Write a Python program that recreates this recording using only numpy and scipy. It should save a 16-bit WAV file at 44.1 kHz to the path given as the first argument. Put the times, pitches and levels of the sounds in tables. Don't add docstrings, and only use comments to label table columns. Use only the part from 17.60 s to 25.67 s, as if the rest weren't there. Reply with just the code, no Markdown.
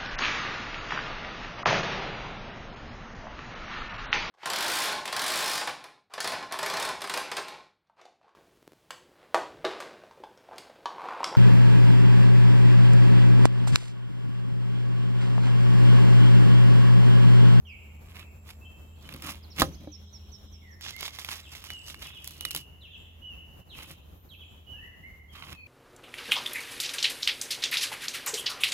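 import sys
import numpy as np
from scipy import signal
from scipy.fft import rfft, irfft
from scipy.io import wavfile
from scipy.ndimage import uniform_filter1d

SR = 44100
rng = np.random.default_rng(int(sys.argv[2]) if len(sys.argv) > 2 else 0)


def output_pcm(signal):
    pcm = np.clip(np.atleast_2d(signal).T, -1, 1) * 32767
    wavfile.write(sys.argv[1], SR, np.round(pcm).astype(np.int16))


N = 355887
TIME = np.arange(N) / SR
HZ = np.fft.rfftfreq(N, 1 / SR)

# frequency in Hz, relative density in dB per Hz.
AIR_SPECTRUM = [(24, -31), (40, -2.5), (65, 1), (95, -7), (120, -7), (155, -8), (280, -16), (500, -19),
                (1000, -23), (1500, -29.5), (5000, -40), (7000, -37.5), (8500, -49), (10500, -39),
                (13000, -34.5), (16000, -40.5)]
# time in seconds, level in dB.
AIR_LEVEL = [(0, -55), (2.0, -52.5), (2.4, -56.5), (3.3, -56), (6.5, -54), (8, -55)]
# frequency in Hz, left-right coherence from -1 to 1.
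AIR_COHERENCE = [(60, 0.81), (130, 0.78), (290, 0.68), (640, -0.027), (1400, -0.086), (7000, -0.094),
                 (15000, 0.32)]
# time in seconds, level in dB before a trim.
DRONE_LEVEL = [(0, -48.5), (3.1, -49), (3.3, -54), (8, -54.5)]
# time in seconds, centre pitch in Hz,
# level in dB.
HUM_PATH = [(0, 210.2, -61.5), (1.2, 212.8, -63.5), (2.399, 204.2, -57.5), (3.18, 201, -61),
            (3.21, 199, -92)]
# start in seconds, length in seconds, pitch in Hz,
# warble as a share of the pitch, level in dB.
FAR_SONGS = [(0, 1.53, 7480, 0.026, -71.5), (0, 0.78, 2320, 0.087, -68), (1.198, 1.96, 3298, 0.18, -63.5),
             (2.242, 0.93, 7350, 0.042, -78.5), (2.25, 0.044, 3920, 0.048, -64),
             (2.453, .07, 3870, 0.033, -68.5), (2.634, 0.056, 3800, 0.038, -69.5),
             (3.8, 0.16, 7600, 0.02, -64), (4.132, .082, 7730, 0.022, -59.5),
             (4.643, 0.17, 4270, 0.054, -61.5), (5.002, 1, 1913, .12, -76),
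             (5.35, 0.0585, 7400, 0.031, -69.5), (6.82, 0.1, 7330, .04, -73),
             (7.667, 0.17, 3170, 0.038, -55.5), (7.945, 0.1, 4380, 0.033, -66)]
# start in seconds, length in seconds, start pitch in Hz,
# end pitch in Hz, relative level in dB, echo in dB against the note, left-right balance in dB.
GLIDES = [(0.049, .11, 3140, 2142, -50.5, 1.5, -10), (.06, .076, 6150, 4400, -68.5, -11, -11),
          (.589, 0.071, 2767, 2377, -60.5, 3, -7), (1.006, 0.063, 2633, 2640, -66, 12.5, -2),
          (1.047, 0.028, 3040, 3130, -54, 1.5, 0), (1.451, .027, 2990, 3040, -50, -9, 0),
          (1.826, 0.035, 5520, 3940, -56.5, -6, -13), (1.902, .035, 6020, 4240, -53.5, -1.5, -11),
          (2.057, 0.019, 5830, 6250, -56.5, -1, -19.5), (2.124, 0.031, 5700, 6350, -57, -4, -17),
          (2.142, 0.0184, 4230, 5350, -55.5, -4, -10), (3.014, 0.14, 2253, 1684, -61, 2.5, -16),
          (3.329, 0.071, 2080, 2177, -46, -4, -12), (7.125, 0.12, 1643, 1892, -76.5, 19, -7),
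          (7.21, 0.055, 1853, 2066, -60.5, 12, -8), (7.427, 0.049, 1985, 2136, -53.5, 9, -22),
          (7.926, 0.15, 2595, 2377, -59.5, 9, 7)]
# start in seconds, relative level in dB.
CHIPS = [(2.316, -48.5), (2.527, -49.5), (2.717, -49.5), (2.92, -55.5), (3.106, -59.5)]
# pitch in Hz at start, middle and end.
CHIP_HZ = (6310, 5530, 5400)
CHIP_S, CHIP_ECHO_DB, CHIP_PAN_DB = 0.0492, -7, -12
# start in seconds, length in seconds, start pitch in Hz,
# relative level in dB, echo in dB against the note, left-right balance in dB.
SLURS = [(3.828, 0.058, 4000, -57, 6.5, 5), (4.435, 0.052, 4065, -46, -0.5, 0),
         (4.529, 0.066, 3783, -49, 1, -7), (5.207, .07, 4250, -51.5, 1, -3),
         (5.308, 0.061, 3770, -49.5, 0.5, 1), (6.09, .065, 4260, -51, 4, -6),
         (6.689, 0.07, 4260, -53.5, 0.5, -11.5), (6.789, 0.052, 3614, -50.5, 0, -7)]
SLUR_LANDING_HZ = (3163, 2520)
# start in seconds, relative level in dB.
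WHISTLES = [(4.08, -45.5), (4.796, -45), (5.615, -45), (7.065, -46.5)]
# pitch in Hz at start, middle and end.
WHISTLE_HZ = (2885, 2932, 2634)
WHISTLE_S, WHISTLE_ECHO_DB, WHISTLE_PAN_DB = 0.135, -2, -4.5

# start in seconds, length in seconds, swell from start to end in dB, then
# relative levels in dB of the fizz of bursting cells, the deeper crunch and the shudder of the table.
STROKES = [(0.466, 0.13, 1, -71, -69.5, -86), (0.56, 0.036, 4.5, -63, -58, -60),
           (0.857, 0.044, 15, -63.5, -64.5, -76), (1.439, 0.11, 10, -67, -63.5, -49),
           (1.643, 0.063, 1.5, -47.5, -48.5, -45.5), (1.978, 0.025, 15, -45.5, -59, -39),
           (2.006, 0.008, -13, -45.5, -41.5, -36.5), (2.026, .12, -18, -67.5, -73, -41.5),
           (2.21, 0.032, 0, -77, -74, -50), (3.245, 0.055, -1.5, -55.5, -57.5, -63),
           (3.401, 0.072, 4.5, -53, -53, -68), (3.542, 0.12, 3, -57.5, -58.5, -72),
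           (3.694, 0.11, -11.5, -52, -53.5, -76), (3.926, 0.046, 0, -57, -58.5, -64),
           (4.033, 0.1, -2.5, -58.5, -61, -71), (4.28, 0.024, -0.5, -52, -59.5, -69),
           (4.42, 0.081, -13.5, -57.5, -59, -63), (4.654, 0.13, -10, -59.5, -75, -72),
           (4.827, 0.055, 4, -60, -65, -56.5), (4.955, 0.038, -11, -48, -60, -48.5),
           (6.149, 0.085, 9, -60, -60, -58), (6.276, .04, 5.5, -59.5, -64, -53.5),
           (7.748, 0.14, -3, -63.5, -60.5, -63), (7.893, 0.034, 2.5, -60.5, -57, -49.5)]
# start in seconds, end in seconds.
DRAGS = [(1.42, 1.78), (3.22, 5.0)]
DRAG_LEVELS = (-70, -72.5, -71)
ATTACK_S, RELEASE_S = 0.03, 0.048
# frequency in Hz, relative level in dB.
CRACK_COLOUR = [(200, -21.5), (1000, -8.5), (2200, -2), (3300, 10), (4400, 3.5), (6000, 3.5), (8300, -2),
                (10500, 5), (13000, 4.5), (16000, -3.5)]
# frequency in Hz, relative level in dB.
FLESH_COLOUR = [(60, -8), (170, -2), (300, -6.5), (550, -7), (800, -2.5), (1180, 1.5), (1480, -2),
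                (1900, 1.5), (2200, 5.5), (2700, 7.5), (4000, 0), (9000, -44.5)]
# frequency in Hz, relative level in dB.
SHUDDER_COLOUR = [(30, -16), (60, -11), (112, -5), (155, 5.5), (230, -7), (290, -1), (420, -15.5),
                  (560, -11.5), (900, -31), (3000, -57)]
# time in seconds, boost in dB of the fizz below about 7 kHz.
SOFTNESS = [(.5, 1.5), (1.5, 5.5), (1.7, 4), (2.0, 6), (3.28, 15), (3.7, 7), (4.3, 7), (4.7, 1.5), (5, 2.5),
            (6.25, 2), (7.85, 5)]
# time in seconds, resonance added to the crunch in dB.
HOLLOW = [(.9, -7), (1.68, 6), (2, -18), (3.3, -34), (3.7, -14), (4.5, -21), (6.3, -11), (7.7, -13),
          (7.82, 10), (7.95, -8)]
# time in seconds, peak of the crack in dB, peak of the pop in the
# flesh in dB, both before a trim.
SNAPS = [(.904, -42, -36.5), (1.49, -36, -34), (1.525, -35, -33.5), (1.539, -29.5, -36),
         (1.5623, -33.5, -44), (1.622, -26, -32.5), (1.664, -28, -45), (1.997, -13.5, -16),
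         (1.9993, -12, -35), (3.21, -33.5, -36), (3.263, -37, -27.5), (3.306, -32.5, -34),
         (3.364, -31.5, -34), (3.408, -22, -50), (3.428, -32, -25.5), (3.479, -29, -25.5),
         (3.587, -30.5, -25.5), (3.6467, -26.5, -26), (3.688, -36, -23), (3.709, -29, -39),
         (3.951, -39, -30.5), (4.04, -31.5, -32), (4.103, -28, -24.5), (4.3, -37, -34), (4.344, -35, -31),
         (4.421, -38, -29.5), (4.644, -27.5, -50), (4.675, -20, -36.5), (4.708, -30, -50),
         (4.8086, -21.5, -27.5), (4.8509, -16, -24.5), (4.8528, -17, -35), (4.908, -19.5, -33),
         (4.9129, -20.5, -52), (4.9485, -17, -23), (4.962, -16, -43), (7.8239, -50, -28.5)]
# time in seconds, drive of the table's ring in dB, contact in seconds,
# then dB of the steel's tick, the boards' thud and the fruit's thump.
KNOCKS = [(2.0195, -1.5, 0.00012, -11, -4, -21.5), (2.0214, -11.5, 0.0017, -22, -15, -31),
          (2.0313, -31.5, 0.00074, -31.5, -26, -24), (2.274, -25.5, 0.001, -66, -47, -33.5)]
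# frequency in Hz, relative level in dB, 60 dB decay in seconds.
TABLE_MODES = [(66, -37, .45), (80, -34, .45), (140, -46, .22), (168, -36, .13), (198, -32, .15),
               (279, -24, .2), (300, -22, .09), (347, -31, .13), (527, -21, .12), (580, -21, .06),
               (678, -28, .09), (799, -20, .075), (950, -21, .04), (1130, -25, .03), (1244, -16, .06),
               (1395, -29, .06), (1590, -19, .04), (1708, -18, .05), (1830, -22, .025), (2560, -34, .04),
               (3600, -31, .025)]
# frequency in Hz, relative level in dB.
BOARD_COLOUR = [(40, -21.5), (170, -12.5), (290, 10), (420, -10.5), (560, 12.5), (900, -0.5), (1200, 4),
                (1450, -3.5), (1750, 1), (2200, -21), (4000, -2), (9000, -36.5)]
# frequency in Hz, relative level in dB, 60 dB decay in seconds.
FRUIT_MODES = [(299, -1.5, 0.11), (550, -3.5, 0.041)]
# time in seconds, pitch in Hz, rms level in dB.
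SQUEAK_PATH = [(6.49, 10400, -80), (6.56, 12950, -69), (6.62, 13680, -68), (6.70, 13280, -68),
               (6.78, 12300, -70), (6.87, 10700, -82)]
# frequency in Hz, left over right in dB.
NEAR_BALANCE = [(100, 3.5), (400, -3), (750, -4), (1300, -7), (2400, -4.5), (4400, -8), (8000, -5.5),
                (14000, 4)]
# frequency in Hz, phase in radians.
LEFT_LAG = [(0, 0.5), (1500, 0.95), (4050, 3.5), (6200, 4.5), (8500, 7.5), (16000, 7.5)]


def gain_of(db):
    return 10 ** (np.asarray(db) / 20)


def evened(x):
    return x / np.sqrt(np.mean(x ** 2) + 1e-20)


def peaked(x):
    return x / abs(x).max()


def read(points, hz):
    f, value = np.transpose(points)
    return np.interp(np.log(hz + 1), np.log(f + 1), value)


def over_time(points):
    return np.interp(TIME, *np.transpose(points))


def add(mix, s, sound):
    start = max(round(s * SR), 0)
    part = mix[..., start:][..., :sound.shape[-1]]
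    part += sound[..., :part.shape[-1]]


def colour(x, points, size=2048):
    log_gain = np.log(gain_of(read(points, abs(np.fft.fftfreq(size, 1 / SR)))))
    min_phase = np.exp(np.conj(signal.hilbert(log_gain)))
    ring = np.fft.ifft(min_phase).real[:size // 2]
    return signal.oaconvolve(x, ring / np.linalg.norm(ring))[:len(x)]


def band(x, lo_hz, hi_hz):
    return irfft(rfft(x) * ((HZ > lo_hz) & (HZ < hi_hz)), N)


def wander(rate, size, count=4096):
    return np.interp(np.arange(size) * rate / SR, np.arange(count), rng.standard_normal(count))


def echo(x, t60, delay):
    t = np.arange(2 * SR) / SR
    build_up = 1 - np.exp(-(t / delay) ** 2)
    tail = rng.standard_normal((2, len(t))) * gain_of(-60 * t / t60) * build_up
    return signal.fftconvolve(x[None], tail / np.linalg.norm(tail[0]), axes=1)[:, :N]


def air():
    left, other = rfft(rng.standard_normal((2, N)))
    same = np.clip(read(AIR_COHERENCE, HZ), -1, 1)
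    right = same * left + np.sqrt(1 - same ** 2) * other
    wash = evened(irfft(np.array([left, right]) * gain_of(read(AIR_SPECTRUM, HZ)), N))
    return wash * gain_of(over_time(AIR_LEVEL) + 2.7 * wander(26, size=N))


def drone(centre_hz=80, width_hz=5, trim_db=-1):
    narrow = rfft(rng.standard_normal(N)) / (1 + ((HZ - centre_hz) / width_hz) ** 2)
    beating = evened(irfft(narrow, N))
    shallow = evened(beating / (abs(signal.hilbert(beating)) + 0.47))
    return shallow * gain_of(trim_db + over_time(DRONE_LEVEL))


def hum(overtone_db=-13, waver_hz=2.7):
    s, hz, db = np.transpose(HUM_PATH)
    pitch = np.interp(TIME, s, hz) + waver_hz * wander(4.6, size=N)
    angle = 2 * np.pi * np.cumsum(pitch) / SR
    return (np.sin(angle) + gain_of(overtone_db) * np.sin(2 * angle)) * gain_of(np.interp(TIME, s, db))


def far_birds():
    far = np.zeros(N)
    for s, length, hz, warble, db in FAR_SONGS:
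        size = int(length * SR)
        turns = np.cumsum(hz * (1 + warble * wander(140, size=size))) / SR
        song = np.sqrt(2) * np.sin(2 * np.pi * turns)
        add(far, s, gain_of(db) * song * signal.windows.tukey(size, .2))
    return echo(far, t60=0.51, delay=0.008)


def note(length, contour_hz, waver=0.009, sweep_rough=0.065, swell_db=0., flutter_db=0.6, overtone_db=-28):
    u = np.arange(0, 1, 1 / (length * SR))
    knots = np.linspace(0, 1, len(contour_hz))
    hz = np.exp(np.polyval(np.polyfit(knots, np.log(contour_hz), len(contour_hz) - 1), u))
    rough_hz = waver * hz.mean() + sweep_rough * abs(hz[0] - hz[-1])
    hz += rough_hz * wander(320, size=len(u))
    flutter = gain_of(swell_db * (u - .5) + flutter_db * wander(150, size=len(u)))
    loudness = np.sqrt(2 * np.sin(np.pi * u)) * flutter
    angle = 2 * np.pi * np.cumsum(hz) / SR
    return loudness * (np.sin(angle) + gain_of(overtone_db) * np.sin(2 * angle))


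def glides():
    for s, length, start_hz, end_hz, *mix in GLIDES:
        yield s, note(length, (start_hz, end_hz), waver=.016, overtone_db=-38), *mix


def chips():
    for s, db in CHIPS:
        sound = note(CHIP_S, CHIP_HZ, waver=0.0035, sweep_rough=0.014, swell_db=3.5, overtone_db=-39)
        yield s, sound, db, CHIP_ECHO_DB, CHIP_PAN_DB


def slurs():
    for s, length, hz, *mix in SLURS:
        sound = note(length, (hz, *SLUR_LANDING_HZ), sweep_rough=.09, swell_db=4.5, overtone_db=-30)
        yield s, sound, *mix


def whistles():
    for s, db in WHISTLES:
        sound = note(WHISTLE_S, WHISTLE_HZ, waver=0.012, overtone_db=-34)
        yield s, sound, db, WHISTLE_ECHO_DB, WHISTLE_PAN_DB


def birds(forest_t60=1.25, direct_db=-3, branches_db=-3):
    direct, sent = np.zeros((2, N)), np.zeros(N)
    for s, sound, db, echo_db, pan_db in [*glides(), *chips(), *slurs(), *whistles()]:
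        add(direct, s, sound * gain_of([[db + pan_db / 2], [db - pan_db / 2]]))
        add(sent, s, sound * gain_of(db + echo_db))
    branches = echo(sent, t60=.16, delay=.002)
    forest = echo(sent, forest_t60, delay=0.017)
    return gain_of(direct_db) * direct + gain_of(branches_db) * branches + forest


def gate_db(start, end):
    return -20 * (np.maximum(start - TIME, 0) / ATTACK_S + np.maximum(TIME - end, 0) / RELEASE_S)


def stroke_levels(judder_db=2.0, judders_per_s=75):
    power = np.zeros((3, N))
    for start, length, swell_db, *levels_db in STROKES:
        progress = np.clip((TIME - start) / length, 0, 1)
        shape_db = gate_db(start, start + length) + swell_db * (progress - .5)
        heard = shape_db > -60
        power[:, heard] += np.outer(gain_of(levels_db), gain_of(shape_db[heard])) ** 2
    for start, end in DRAGS:
        shape_db = np.maximum(gate_db(start, end), -60)
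        power += np.outer(gain_of(DRAG_LEVELS), gain_of(shape_db)) ** 2
    return np.sqrt(power) * gain_of(judder_db * wander(judders_per_s, size=N))


def catching(hold=0.013):
    slide = np.ones(N)
    for s, _, _ in SNAPS:
        slide[int((s - hold) * SR):int(s * SR)] = .65
    return uniform_filter1d(slide, size=200)


def burst(decay, rise=0.0002, size=2048):
    t = np.arange(size) / SR
    return rng.choice([-1, 1], size) * np.exp(-t / decay) * (1 - np.exp(-t / rise))


def cells(per_s, spread_db, clump_db, wash):
    size = gain_of(spread_db * np.minimum(rng.exponential(1, N), 3))
    clicks = size * rng.choice([-1, 1], N) * (rng.random(N) < per_s / SR)
    wet_rub = wash * rng.standard_normal(N)
    return (evened(clicks) + wet_rub) * gain_of(clump_db * wander(260, size=N))


def fibres(per_s, size_db, spread_db=3, decay=0.0013):
    happens = rng.random(N) < per_s / SR
    sizes = gain_of(spread_db * np.clip(rng.standard_normal(N), -2, 2)) * happens
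    return gain_of(size_db) * evened(signal.oaconvolve(sizes, burst(decay))[:N])


def cutting(levels, fizz_db=1.0, crunch_db=-1.5, shudder_db=-1,
            dull_hz=7200, hollow_hz=1170, hollow_width_hz=260):
    fizz_level, crunch_level, shudder_level = levels
    grains = cells(per_s=1800, spread_db=2, clump_db=3.5, wash=0.17)
    small_snaps = fibres(per_s=60, size_db=-4)
    large_cells = cells(per_s=450, spread_db=4.5, clump_db=3.5, wash=0.57)
    fizz = colour(grains + small_snaps, CRACK_COLOUR)
    crunch = colour(0.38 * grains + 0.78 * small_snaps + large_cells, FLESH_COLOUR)
    shudder = evened(colour(rng.standard_normal(N), SHUDDER_COLOUR))
    fizz /= band(fizz, 8200, 16000).std()
    crunch /= band(crunch, 800, 1700).std()
    dull = irfft(rfft(fizz) / (1 + (HZ / dull_hz) ** 10), N)
    fizz += dull * (gain_of(over_time(SOFTNESS)) - 1)
    hollow = signal.lfilter(*signal.iirpeak(hollow_hz, hollow_hz / hollow_width_hz, SR), crunch)
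    crunch += hollow * gain_of(over_time(HOLLOW))
    cut = gain_of(fizz_db) * fizz * fizz_level
    cut += gain_of(crunch_db) * crunch * crunch_level
    return cut + gain_of(shudder_db) * shudder * shudder_level


def snaps(crack_decay=0.0013, pop_decay=0.0017, crack_trim_db=-2.5, pop_trim_db=-1.0):
    out = np.zeros(N)
    for s, crack_db, pop_db in SNAPS:
        crack = peaked(colour(burst(crack_decay, rise=0.00052), CRACK_COLOUR))
        pop = peaked(colour(burst(pop_decay), FLESH_COLOUR))
        add(out, s, gain_of(crack_db + crack_trim_db) * crack)
        add(out, s, gain_of(pop_db + pop_trim_db) * pop)
    return out


def ringing(modes, t):
    return sum(gain_of(db - 60 * t / t60) * np.sin(2 * np.pi * hz * t) for hz, db, t60 in modes)


def knocks(tick_decay=0.0021, rattle_decay=0.0042, rattle_db=-8, ring_db=-3):
    out, t = np.zeros(N), np.arange(SR) / SR
    ring = gain_of(ring_db) * ringing(TABLE_MODES, t)
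    thud = peaked(colour(signal.unit_impulse(2048), BOARD_COLOUR))
    thump = ringing(FRUIT_MODES, t)
    for s, db, contact, tick_db, thud_db, fruit_db in KNOCKS:
        push = np.sin(np.pi * np.minimum(t[:512] / contact, 1))
        rattle = gain_of(rattle_db) * peaked(colour(burst(rattle_decay), BOARD_COLOUR))
        tick = peaked(colour(burst(tick_decay), CRACK_COLOUR))
        add(out, s, gain_of(db) * signal.fftconvolve(ring, push / push.sum()))
        add(out, s, gain_of(tick_db) * tick)
        add(out, s, gain_of(thud_db) * (thud + rattle))
        add(out, s, gain_of(fruit_db) * thump)
    return out


def squeak(waver=0.00239):
    s, hz, db = np.transpose(SQUEAK_PATH)
    path = uniform_filter1d(np.interp(TIME, s, hz), size=1500)
    pitch = path * (1 + waver * wander(150, size=N))
    whistle = np.sqrt(2) * np.sin(2 * np.pi * np.cumsum(pitch) / SR)
    return whistle * gain_of(np.interp(TIME, s, db, -200, -200))


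def scene(far_side_db=-7, scatter_db=-15, wall_db=-21):
    levels = stroke_levels() * catching()
    near = cutting(levels) + snaps() + knocks() + squeak()
    far_side = gain_of(far_side_db) * cutting(levels)
    side_db = read(NEAR_BALANCE, HZ) / 2
    left = gain_of(side_db) * np.exp(-1j * np.interp(HZ, *np.transpose(LEFT_LAG)))
    microphones = np.array([left, gain_of(-side_db)])
    direct = irfft(rfft(near) * microphones + rfft(far_side) * microphones.conj(), N)
    table_top = gain_of(scatter_db) * echo(near, t60=0.074, delay=0.0026)
    wall = gain_of(wall_db) * echo(near, t60=0.15, delay=0.0053)
    return air() + drone() + hum() + far_birds() + birds() + direct + table_top + wall


def record(dry, low_cut_hz=32, ceiling=.95, edge_hz=15950):
    low_cut = signal.butter(4, low_cut_hz, "highpass", fs=SR, output="sos")
    thinned = signal.sosfilt(low_cut, dry)
    rounded = ceiling * np.tanh(thinned / ceiling)
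    band_limit = signal.firwin(511, edge_hz, window=("kaiser", 9), fs=SR)
    return signal.oaconvolve(rounded, band_limit[None], "same")


dry = scene()
out = record(dry)
output_pcm(out)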